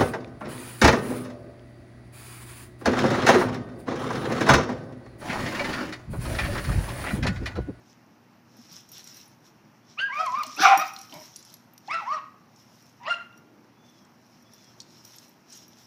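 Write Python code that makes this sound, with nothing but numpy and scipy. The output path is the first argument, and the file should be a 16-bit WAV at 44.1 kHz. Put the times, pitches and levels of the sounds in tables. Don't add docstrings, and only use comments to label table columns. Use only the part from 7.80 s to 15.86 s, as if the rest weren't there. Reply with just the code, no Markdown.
import sys
import numpy as np
from scipy import signal
from scipy.fft import rfft, irfft, next_fast_len
from scipy.io import wavfile
from scipy.ndimage import uniform_filter1d, map_coordinates

SR = 44100
rng = np.random.default_rng(int(sys.argv[2]) if len(sys.argv) > 2 else 0)


def inscribe(sig):
    pcm = np.round(np.clip(np.atleast_2d(sig).T, -1, 1) * 32767)
    wavfile.write(sys.argv[1], SR, pcm.astype(np.int16))


def how_loud(loudness_db):
    steps = np.asarray(loudness_db, float) / 20
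    return 10 ** steps


N = 355446
TIME = np.arange(N) / SR

# (frequency [Hz], density [dB per Hz])
TRAFFIC = [(13, -79), (22, -55), (111, -5), (227, -2.5), (268, -6), (334, -6), (427, -14), (849, -11.5),
           (2760, -23), (3440, -30), (4410, -29), (5650, -25.5), (7850, -42.5), (15600, -34.5)]
TRAFFIC_DB = -58
# (frequency [Hz], level [dB])
HUM = [(120, -70), (240, -68)]
# (frequency [Hz], t60 [s])
FENCE_T60 = [(300, 0.24), (1200, 0.54), (3000, 0.46), (6000, 0.28), (12000, 0.69)]
# (frequency [Hz], level [dB])
FENCE_COLOUR = [(500, 2.5), (800, -2.5), (1400, -0.5), (2800, 0.5), (4200, 0.5), (8000, -3)]
# (delay [s], level [dB])
BOARDS = [
    (.005, -8),
    (.013, -7.5),
    (.027, -9.5),
    (.061, -18),
    (.098, -17),
]

# (start [s], hold [s], scrape level [dB], dust over scrape [dB])
SCUFFLE = [(0.076, 0.015, -64, -13), (.715, .03, -68, -14), (0.78, 0.075, -58, -10.5),
           (0.92, 0.073, -53, -11), (1.137, 0.2, -52, -11), (1.253, 0.17, -59.5, -4),
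           (2.11, 0.032, -60, -23), (2.363, 0.193, -53.5, -12), (2.638, 0.43, -49.5, -14),
           (3.114, 0.18, -57, -8), (3.307, 0.15, -53.5, -8), (3.549, 0.045, -59, -7),
           (3.656, 0.062, -59.5, -10), (4.07, 0.26, -63, -12), (4.766, 0.1727, -66.5, -6.5),
           (4.947, 0.15, -65.5, -7), (6.054, 0.21, -68, -9.5), (6.422, 0.25, -70, -8.5),
           (6.724, 0.18, -62.5, -11), (7.007, 0.17, -60.5, -10), (7.247, 0.19, -59.5, -5),
           (7.728, 0.04, -49.5, -11.5), (1.65, 0.023, -65.5, -8), (7.984, 0.027, -58, -8.5)]
# (frequency [Hz], density [dB per Hz])
SCRAPE = [(530, -47.5), (900, -19.5), (963, -16.5), (1750, -14), (3860, -9.5), (4160, -7), (4540, -12.5),
          (5450, 1.5), (9000, -28.5), (11700, -56), (19800, -120)]
# (frequency [Hz], density [dB per Hz])
DUST = [(4120, -27), (7000, -18.5), (9060, -11.5), (13300, -6.5), (15100, -10), (15600, -6.5)]
SCUFF_RISE_DB_S, SCUFF_FALL_DB_S, SCUFF_IDLE_DB = 307, 124, -78.5
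# (time [s], peak level [dB], frequency [Hz])
SNAPS = [(1.1473, -52, 5500), (2.52, -39, 5160), (3.1638, -31.5, 4164), (3.3251, -32.5, 3060),
         (3.5602, -30, 5670), (4.0756, -39.5, 4190), (4.761, -48.5, 5420), (5.233, -50, 4940),
         (6.2504, -54, 5470), (6.8438, -45, 5320), (7.0028, -29, 4380), (7.0025, -37, 5730),
         (7.011, -44, 4700), (7.018, -42.5, 5460), (7.2515, -41, 5280), (3.215, -40, 5600),
         (1.273, -39, 5600), (7.3842, -35, 5500), (7.7243, -38.5, 5900), (7.9853, -47, 5550),
         (2.463, -37.5, 5900), (2.6345, -27, 2830), (2.635, -28, 4295), (3.296, -42, 3100),
         (3.465, -43.5, 4960), (3.627, -40.5, 5600), (3.6502, -41.5, 5300), (3.7, -47, 6000),
         (3.7405, -36, 4940), (3.768, -49.5, 5350), (4.109, -43, 5620), (5.347, -46, 4900),
         (5.528, -55, 3500)]
SNAP_T60_S = 0.033
# (time [s], peak level [dB], frequency [Hz], t60 [s])
BUCKLE = [
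    (1.089, -52, 6600, .15),
    (7.73, -45, 6620, .35),
    (2.666, -38, 6520, .06),
    (3.572, -50, 4800, .2),
    (3.362, -49, 3830, .1),
    (3.345, -46, 2270, .08),
]
# (time [s], peak level [dB], frequency [Hz])
THUDS = [(0.788, -40, 233), (0.915, -44, 166), (2.576, -41.5, 234.7), (2.668, -41.5, 258),
         (2.798, -25.5, 311), (2.97, -32, 311.6), (2.799, -38, 176.9), (2.975, -43, 178),
         (3.36, -41.5, 160), (3.321, -41.5, 270), (4, -54, 228)]

# (frequency [Hz], level [dB], t60 [s])
TAG = [
    (5720, 5, 0.0882),
    (9920, -5.5, 0.045),
    (13220, -7.5, 0.099),
    (14700, -11, 0.15),
]
# (time [s], peak level [dB], struck mode [Hz], low click [dB], ring [dB])
TAG_HITS = [(.768, -52, 9920, -5, -0.5), (0.9263, -53.5, 14700, 0.5, 8), (1.09, -48.5, 13220, -11, -3),
            (1.1174, -44.5, 13220, -12, 4), (1.3682, -43, 13220, -7, -0.5), (2.5868, -42.5, 14700, 4.5, -1),
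            (2.6674, -47.5, 13220, 27, -12.5), (2.807, -36, 13220, -0.5, -1), (2.825, -34.5, 14700, 0, 1),
            (2.997, -40.5, 9920, -11.5, 10), (2.9751, -30, 13220, 17.5, 7), (3.0782, -45, 13220, -13, 3.5),
            (3.1356, -40, 9920, -1.5, 1), (3.188, -48.5, 9920, 17, 7), (3.214, -41, 9920, 13, -5.5),
            (3.9787, -44, 13220, 14, -5), (5.576, -48, 14700, 7, -4), (6.7357, -44, 9920, -6, -0.5),
            (7.2497, -49, 13220, 5.5, 5.5), (7.7249, -60, 14700, 5.5, -12), (7.881, -50, 13220, -10, 1)]
# (time [s], peak level [dB], frequency [Hz], low click [dB])
CLINKS = [(1.275, -49, 10500, 23), (1.479, -46.5, 10400, -15), (2.4612, -48, 10800, 25.5),
          (2.6328, -34.5, 15060, 14.5), (2.7633, -39.5, 10230, -3), (2.811, -35, 10980, -1.5),
          (2.82, -32.5, 10240, -8), (2.822, -32, 11710, -8), (2.832, -29.5, 10220, -7),
          (2.834, -31, 14410, -7), (2.765, -40, 11770, -9), (3.018, -40, 13180, -8), (3.34, -40, 12850, 16),
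          (3.5646, -35, 10500, 5), (3.65, -46, 10200, 7.5), (3.723, -51, 12000, 3.5),
          (3.7402, -35.5, 11350, -7), (3.9352, -43, 13000, -17.5), (7.002, -63, 10470, 12),
          (7.3622, -38.5, 11770, -6), (7.4934, -48, 13100, -16.5)]
RATTLES_PER_S, RATTLE_DB, RATTLE_WIDTH_HZ = 30, -1, 80

# (peak time [s], rise [s], fall [s], chest level [dB], mouth over chest [dB])
HUFFS = [
    (2.81, 0.036, 0.0048, -32.5, -6),
    (3.346, 0.028, 0.078, -44.5, 2.5),
    (5.799, 0.24, 0.16, -54, -22),
    (7.169, 0.48, 0.77, -63, -9.5),
]
# (frequency [Hz], width [Hz], level [dB])
HUFF_THROAT = [
    [(356.7, 170, -1.5), (189, 61, -2)],
    [(624, 90, 5.5), (966, 114.5, 5.5), (2214, 200, 6)],
]
HUFF_EDGE_DB = -6

# (time [s], effort [dB])
BARK = [
    (2.774, -55.5),
    (2.814, -25),
    (2.84, -16.5),
    (2.858, -12),
    (2.901, -16),
    (2.941, -17.5),
    (2.971, -28),
    (3.005, -39.5),
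    (3.03, -53),
]
# (frequency [Hz], width [Hz], level [dB])
BARK_THROAT = [
    [(777.5, 32.3, 8.5), (650, 130, -15)],
    [(1388, 150, 4.5), (1690, 190, -11)],
    [(1037, 100, 6.5), (1190, 166, 5)],
    [(2212, 530, 16.5), (2800, 1300, 3)],
    [(3560, 440, 11), (5100, 1000, 11), (5900, 390, 17), (14490, 1900, 0)],
]
# (level at peak [dB], slope [dB per s])
BARK_SHUTS = [
    (1, 12.5),
    (-5.5, -91),
    (-5, -24),
    (-9, -23.5),
    (-14, -260),
]
BARK_GLIDE = [0, -1.1, -1.4, -1.3, 0.14]
BARK_PEAK_S = 2.8614

# (start [s], length [s], pitch [Hz], level [dB])
WUFS = [
    (2.381, .1, 740, -35.5),
    (2.631, .07, 638, -50.5),
    (5.2, 0.15, 960, -44.5),
    (5.25, .085, 650, -47),
]
WUF_RISE, WUF_HOLD = 0.26, 0.4
WUF_SAG, WUF_START_DB, WUF_END_DB, WUF_MOUTH_DB = 0.93, -13.5, -11.5, -13.5

# (start [s], length [s], top [Hz], level [dB])
WHISTLES = [
    (2.02, .11, 3520, -72),
    (3.56, .24, 3490, -71),
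    (5.93, .33, 3500, -67),
    (6.62, .31, 3510, -66),
]
ARCH_TOP, ARCH_START, ARCH_END, ARCH_DB = 0.35, 0.95, 0.94, -7
# (time [s], frequency [Hz], level [dB])
SECOND = [
    (4.094, 2030, -54),
    (4.108, 2190, -33.5),
    (4.135, 2043, -40),
    (4.158, 1880, -36),
    (4.185, 1893, -47),
]

# (time [s], pitch [Hz], level [dB], mouth opening [dB], cycle alternation [dB])
YIP = [
    (2.174, 1096, -50, -8.5, -35),
    (2.19, 1380, -39.5, 5, -40),
    (2.207, 1520, -28.5, -2.5, -50),
    (2.232, 1606, -23.5, -21, -47),
    (2.278, 1647, -34.5, -22, -57),
]
WHINE_UP = [
    (2.284, 1068, -45.5, -26, -25.5),
    (2.306, 937, -40, -8.5, -34),
    (2.336, 1128, -37, -2, -33.5),
    (2.385, 1227, -32, -12, -15),
    (2.405, 1283, -24, -18.5, -15),
    (2.445, 1296, -34.5, -24, -9),
    (2.463, 1179, -33.5, -14.5, -20.5),
]
WHINE_ON = [
    (2.464, 1101, -27.5, -13.5, -28.5),
    (2.495, 977.4, -34, -22, -32),
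    (2.523, 997, -39, -29.5, -33.5),
    (2.552, 1090, -20.5, -31, -37),
    (2.562, 1169, -35, -8.5, -34.5),
    (2.6, 1248, -29, -16, -37.5),
    (2.621, 1163, -31.5, -13.5, -34.5),
    (2.632, 972, -41.5, -17.5, -27),
    (2.66, 617, -52, -30.5, -19),
]
YAP_IN = [
    (2.765, 1200, -48.5, -8, -16),
    (2.784, 1376, -47.5, 0.5, -18),
    (2.8, 1475, -28.5, -13.5, -9.5),
]
YAP_OUT = [
    (2.985, 1200, -36, -10, -9.5),
    (3.016, 1260, -22.5, -14, -15),
    (3.045, 1300, -43, -10.5, -14),
]
YELP = [
    (4.082, 761, -32.5, -28, -30),
    (4.096, 1000, -36, -16, -35),
    (4.106, 1130, -34.5, -4, -30),
    (4.119, 1248, -29, -6.5, -29),
    (4.147, 1349, -23, -16.5, -17),
    (4.171, 1325, -37, -16, -19),
    (4.192, 1316, -34, -27, -26),
    (4.22, 850, -40, -22, -28),
    (4.244, 775, -47, -19, -25),
]
YELP_AGAIN = [
    (4.252, 821, -41, -20, -23),
    (4.284, 1039, -34, -16, -46),
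    (4.322, 1190, -23.5, -27.5, -25.5),
    (4.344, 1275, -33, -22, -4),
    (4.381, 1092, -33.5, -32, -28),
    (4.391, 1052, -38, -20, -20),
]
YAP = [
    (5.232, 743, -57, -24, -12),
    (5.258, 1011, -46.5, -7, -7.5),
    (5.285, 1282, -32, -14.5, -1),
    (5.305, 1386, -28, -11, -13.5),
    (5.327, 1394, -26, -9.5, -34),
    (5.345, 1398, -40, 9, -33),
]
# (time [s], roughness [0-1])
ROUGH = [(2.17, .4), (2.2, .42), (2.23, .08), (2.3, .18), (2.42, .3), (2.5, .15), (2.6, .3), (2.8, .5),
         (3.0, .3), (4.08, .3), (4.13, .3), (4.17, .6), (4.26, .45), (4.31, .15), (4.36, .5), (5.24, .9),
         (5.285, .7), (5.31, .28)]
# (overtone frequency [Hz], level [dB])
MUZZLE = [(1500, 0), (2750, 4), (3150, -8.5), (3500, -14), (4000, -11), (5400, -9.5), (6300, -24.5),
          (15000, -49)]
DULL_DB, FULL_DB = 1.33, -30
ODD_DB = -4.5

def unit(x):
    return x / np.sqrt(np.mean(x ** 2) + 1e-20)


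def along(points, hz):
    f, v = np.transpose(points)
    return np.interp(np.log(hz + 1), np.log(f + 1), v)


def curves(tables, fade_s=.004):
    s, *cols = np.vstack(tables).T
    gate = 0
    for rows in tables:
        inside_s = np.minimum(TIME - rows[0][0], rows[-1][0] - TIME)
        gate = gate + np.clip(inside_s / fade_s + .5, 0, 1)
    return [np.minimum(gate, 1)] + [uniform_filter1d(np.interp(TIME, s, c), size=300) for c in cols]


def wobble(rate_hz):
    knots = rng.standard_normal(int(N * rate_hz / SR) + 4)
    coarse = TIME[::16]
    return np.interp(TIME, coarse, map_coordinates(knots, [coarse * rate_hz]))


def filtered(x, response):
    m = next_fast_len(N + 8192)
    return irfft(rfft(x, m) * response(np.fft.rfftfreq(m, 1 / SR)), m)[:N]


def modes(peaks):
    def response(f):
        total = 0
        for k, (c, w, db) in enumerate(peaks):
            total = total + (-1) ** k * how_loud(db) * 1j * f * w / (c * c - f * f + 1j * f * w)
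        return total
    return response


def noise(spectrum, patchy_db, grit_db):
    grit = rng.exponential(size=N // 32 + 1).repeat(32)[:N]
    raw = rng.standard_normal(N) * how_loud(grit_db * grit)
    z = signal.stft(raw, nperseg=512)[2]
    patches = uniform_filter1d(uniform_filter1d(rng.standard_normal(z.shape), 8, 0), 8, 1)
    patchy = signal.istft(z * how_loud(patchy_db * unit(patches)), nperseg=512)[1][:N]
    return unit(filtered(patchy, lambda hz: how_loud(along(spectrum, hz))))


def add(out, s, sound):
    part = out[round(s * SR):][:len(sound)]
    part += sound[:len(part)]


def yard():
    hum = 0
    for hz, db in HUM:
        hum = hum + 1.37 * how_loud(db + 0.83 * wobble(16.0)) * np.sin(2 * np.pi * hz * TIME)
    traffic = noise(TRAFFIC, patchy_db=1.0, grit_db=-1.5)
    return how_loud(TRAFFIC_DB + 0.27 * wobble(11.0)) * traffic + hum


def fences(x):
    hz, t, z = signal.stft(rng.standard_normal(SR), SR, nperseg=256)
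    decay_db = along(FENCE_COLOUR, hz)[:, None] - 60 * t / along(FENCE_T60, hz)[:, None]
    tail = signal.istft(z * how_loud(decay_db), SR, nperseg=256)[1]
    tail = np.pad(how_loud(-2.5) * tail / np.linalg.norm(tail), (900, 0))
    for k, (s, db) in enumerate(BOARDS):
        tail[round(s * SR)] += (-1) ** k * how_loud(db)
    return signal.fftconvolve(x, tail)[:N]


def scuffs():
    s, hold, db, dust_db = np.transpose(SCUFFLE)[..., None]
    t = TIME[::64]
    rise_db = SCUFF_RISE_DB_S * np.maximum(s - t, 0)
    fall_db = SCUFF_FALL_DB_S * np.maximum(t - s - hold, 0)
    each_db = db - rise_db - fall_db
    gains = []
    for over_db, idle in [(0, 1), (dust_db, .25)]:
        scuffing = np.linalg.norm(how_loud(each_db + over_db), axis=0)
        gains.append(np.interp(TIME, t, np.hypot(scuffing, how_loud(SCUFF_IDLE_DB) * idle)))
    return gains


def rattle(stir):
    touches = (rng.random(N) < RATTLES_PER_S / SR) * rng.standard_normal(N)
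    tag = modes([(hz, RATTLE_WIDTH_HZ, db) for hz, db, _ in TAG])
    return how_loud(RATTLE_DB) * stir * unit(filtered(touches, tag))


def snaps(out):
    t = np.arange(SR // 3) / SR
    for s, db, hz, t60 in [(*row, SNAP_T60_S) for row in SNAPS] + BUCKLE:
        band = signal.butter(3, [.8 * hz, 1.45 * hz], "band", fs=SR)
        crack = how_loud(6 - 60 * t / .04) * signal.lfilter(*band, rng.standard_normal(len(t)))
        tone = .7 * np.sin(2 * np.pi * hz * t)
        add(out, s, how_loud(db - 3 - 60 * t / t60) * (tone + crack))


def thuds(out):
    t = np.arange(SR // 3) / SR
    push = how_loud(-60 * t / 0.14) * (1 - np.exp(-t / 0.0034))
    for s, db, hz in THUDS:
        add(out, s, how_loud(db) * push * np.sin(2 * np.pi * hz * t))


def paws():
    scrape, dust = scuffs()
    stir = how_loud(2 * wobble(25))
    out = stir * scrape * how_loud(1.5) * noise(SCRAPE, patchy_db=2, grit_db=2.0)
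    out += stir * dust * how_loud(1.1) * noise(DUST, patchy_db=1.5, grit_db=2.2)
    out += rattle(dust)
    snaps(out)
    thuds(out)
    return out


def tag_ring(t, struck_hz):
    ring = 0
    for f, level_db, t60 in TAG:
        scatter, beat = rng.standard_normal(2)
        far_db = 6 * (abs(struck_hz / f - 1) > .08)
        decay = how_loud(level_db + 3 * scatter - 60 * t / t60 - far_db)
        ring = ring + decay * np.sin(2 * np.pi * f * t) * np.cos(2 * np.pi * 14 * beat * t)
    return ring


def collars():
    out, t = np.zeros(N), np.arange(SR // 5) / SR
    click_band = signal.butter(1, [3800, 7000], "band", fs=SR)
    for s, db, hz, low_db, *ring_db in TAG_HITS + CLINKS:
        if ring_db:
            ring = how_loud(ring_db[0]) * tag_ring(t, hz)
        else:
            ring = 2 * how_loud(-13 - 60 * t / 0.0437) * np.sin(2 * np.pi * hz * t)
        crack = how_loud(-9 - 60 * t / .012) * np.diff(rng.standard_normal(len(t)), prepend=0)
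        click = signal.lfilter(*click_band, rng.standard_normal(len(t)))
        low = how_loud(low_db - 8.0 - 60 * t / 0.014) * click
        add(out, s, how_loud(db) * (ring + crack + low))
    return out


def hoarse(tables, throat, pitch_hz, jitter, share, glide):
    gate, *levels = curves(tables)
    turns = np.cumsum(pitch_hz * (1 + jitter * wobble(300))) / SR
    pulses = np.diff(np.floor(turns), prepend=0) * how_loud(2.2 * rng.standard_normal(N))
    puffs = rng.standard_normal(N) * (2.1 + np.cos(2 * np.pi * turns))
    since_s = np.clip(TIME - BARK_PEAK_S - .03, -.2, .2)
    out = 0
    for k, (db, peaks) in enumerate(zip(levels, throat)):
        mix = np.clip(share + .12 * k, 0, 1)
        source = (1 - mix) * unit(pulses) + mix * unit(puffs)
        group = modes(peaks)
        skirt = modes([(peaks[0][0], .9 * peaks[0][0], 0)])
        ringing = unit(filtered(source, lambda f: group(f) * skirt(f)))
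        warped_s = TIME + glide[k] / 2 * since_s ** 2
        gain = how_loud(db + 2.6 * np.clip(wobble(45), -2, 1))
        out = out + gain * np.interp(warped_s, TIME, ringing)
    return gate * out


def huffs():
    tables = []
    for s, rise, fall, db, mouth_db in HUFFS:
        shape = [(-rise, HUFF_EDGE_DB), (0, 0), (fall, 2 * HUFF_EDGE_DB)]
        tables.append([(s + at, db + drop, db + drop + mouth_db) for at, drop in shape])
    return hoarse(tables, HUFF_THROAT, pitch_hz=305, jitter=.07, share=.45, glide=[0, 0])


def bark():
    table = []
    for s, db in BARK:
        table.append((s, *[db + over + slope * (s - BARK_PEAK_S) for over, slope in BARK_SHUTS]))
    return hoarse([table], BARK_THROAT, pitch_hz=383.0, jitter=0.08, share=0.65, glide=BARK_GLIDE)


def voice(tables, breath_db, jitter, flutter_db, count):
    gate, hz, first, mouth, split = curves(tables)
    second, half = first + mouth, first + split
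    rough = np.interp(TIME, *np.transpose(ROUGH))
    shaken_hz = hz * (1 + jitter * rough * (wobble(1100) + 0.097 * wobble(60)))
    phase = 2 * np.pi * np.cumsum(shaken_hz) / SR

    def partial(k, db):
        flutter = flutter_db * (0.54 + rough) * np.sqrt(k) * np.clip(wobble(70), -1.3, 1)
        return how_loud(db + flutter) * np.sin(k * phase + k * k)

    tone = partial(1, first) + partial(.5, half)
    dull_db = DULL_DB * np.minimum(first - FULL_DB, 0)
    for k in range(2, count):
        tone += partial(k, second + along(MUZZLE, k * hz) + (k - 2) * dull_db)
        tone += partial(k - .5, half + ODD_DB + along(MUZZLE, (k - .5) * hz))
    shake = 1 + 0.4 * rough * wobble(600)
    breath = noise([(480, -40), (750, -2)] + MUZZLE[1:], patchy_db=3, grit_db=0) * (1 + np.cos(phase))
    breath_gain = rough * how_loud(breath_db) * np.hypot(how_loud(first - 9), how_loud(second))
    return gate * (np.sqrt(2) * tone * shake + breath_gain * breath)


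def wufs():
    shape = [(0, 1, WUF_START_DB), (WUF_RISE, 1, 0), (WUF_HOLD, 1, 0), (1, WUF_SAG, WUF_END_DB)]
    tables = []
    for s, long, hz, db in WUFS:
        tables.append([(s + u * long, hz * bend, db + drop, WUF_MOUTH_DB, -40) for u, bend, drop in shape])
    return voice(tables, breath_db=-6, jitter=.08, flutter_db=1.5, count=5)


def whistle():
    arch = [(0, ARCH_START, ARCH_DB), (ARCH_TOP, 1, 0), (1, ARCH_END, ARCH_DB / 2)]
    tables = []
    for s, long, top_hz, level_db in WHISTLES:
        tables.append([(s + u * long, top_hz * bend, level_db + drop) for u, bend, drop in arch])
    gate, hz, db = curves(tables, fade_s=0.044)
    phase = 2 * np.pi * np.cumsum(hz * (1 + .018 * wobble(200))) / SR
    return gate * how_loud(db - 1 + 4 * wobble(60)) * (np.sin(phase) + .5 * np.sin(1.76 * phase))


def squeal():
    gate, hz, db = curves([SECOND])
    phase = 2 * np.pi * np.cumsum(hz * (1 + .04 * wobble(700))) / SR
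    return gate * how_loud(db + 3 + 3 * wobble(90)) * np.sin(phase)


def yelps():
    calls = [YIP, WHINE_UP, WHINE_ON, YAP_IN, YAP_OUT, YELP, YELP_AGAIN, YAP]
    return voice(calls, breath_db=-3, jitter=.085, flutter_db=4.5, count=8)


def scene():
    dogs = yelps() + wufs() + whistle() + squeal()
    dogs = filtered(dogs, lambda f: -f * f / (620 ** 2 - f * f + 1j * f * 560))
    dogs += bark() + huffs()
    dogs = filtered(dogs, lambda f: (1j * f / (160 + 1j * f)) ** 3)
    small = collars() + paws()
    echoes = fences(how_loud(-8.5) * dogs + how_loud(-13.0) * small)
    return (how_loud(-1.0) * dogs + small + echoes + yard())[None]


def roll_off(x):
    return signal.sosfilt(signal.butter(12, 16500, fs=SR, output="sos"), x)


def record(dry):
    soft = dry[0] / (1 + np.abs(dry[0] / .95) ** 4) ** .25
    top_hz = 15250
    mix = filtered(soft, lambda hz: how_loud(-26 * np.clip((hz - top_hz) / 200, 0, 1)))
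    return roll_off(mix[None])


dry = scene()
out = record(dry)
inscribe(out)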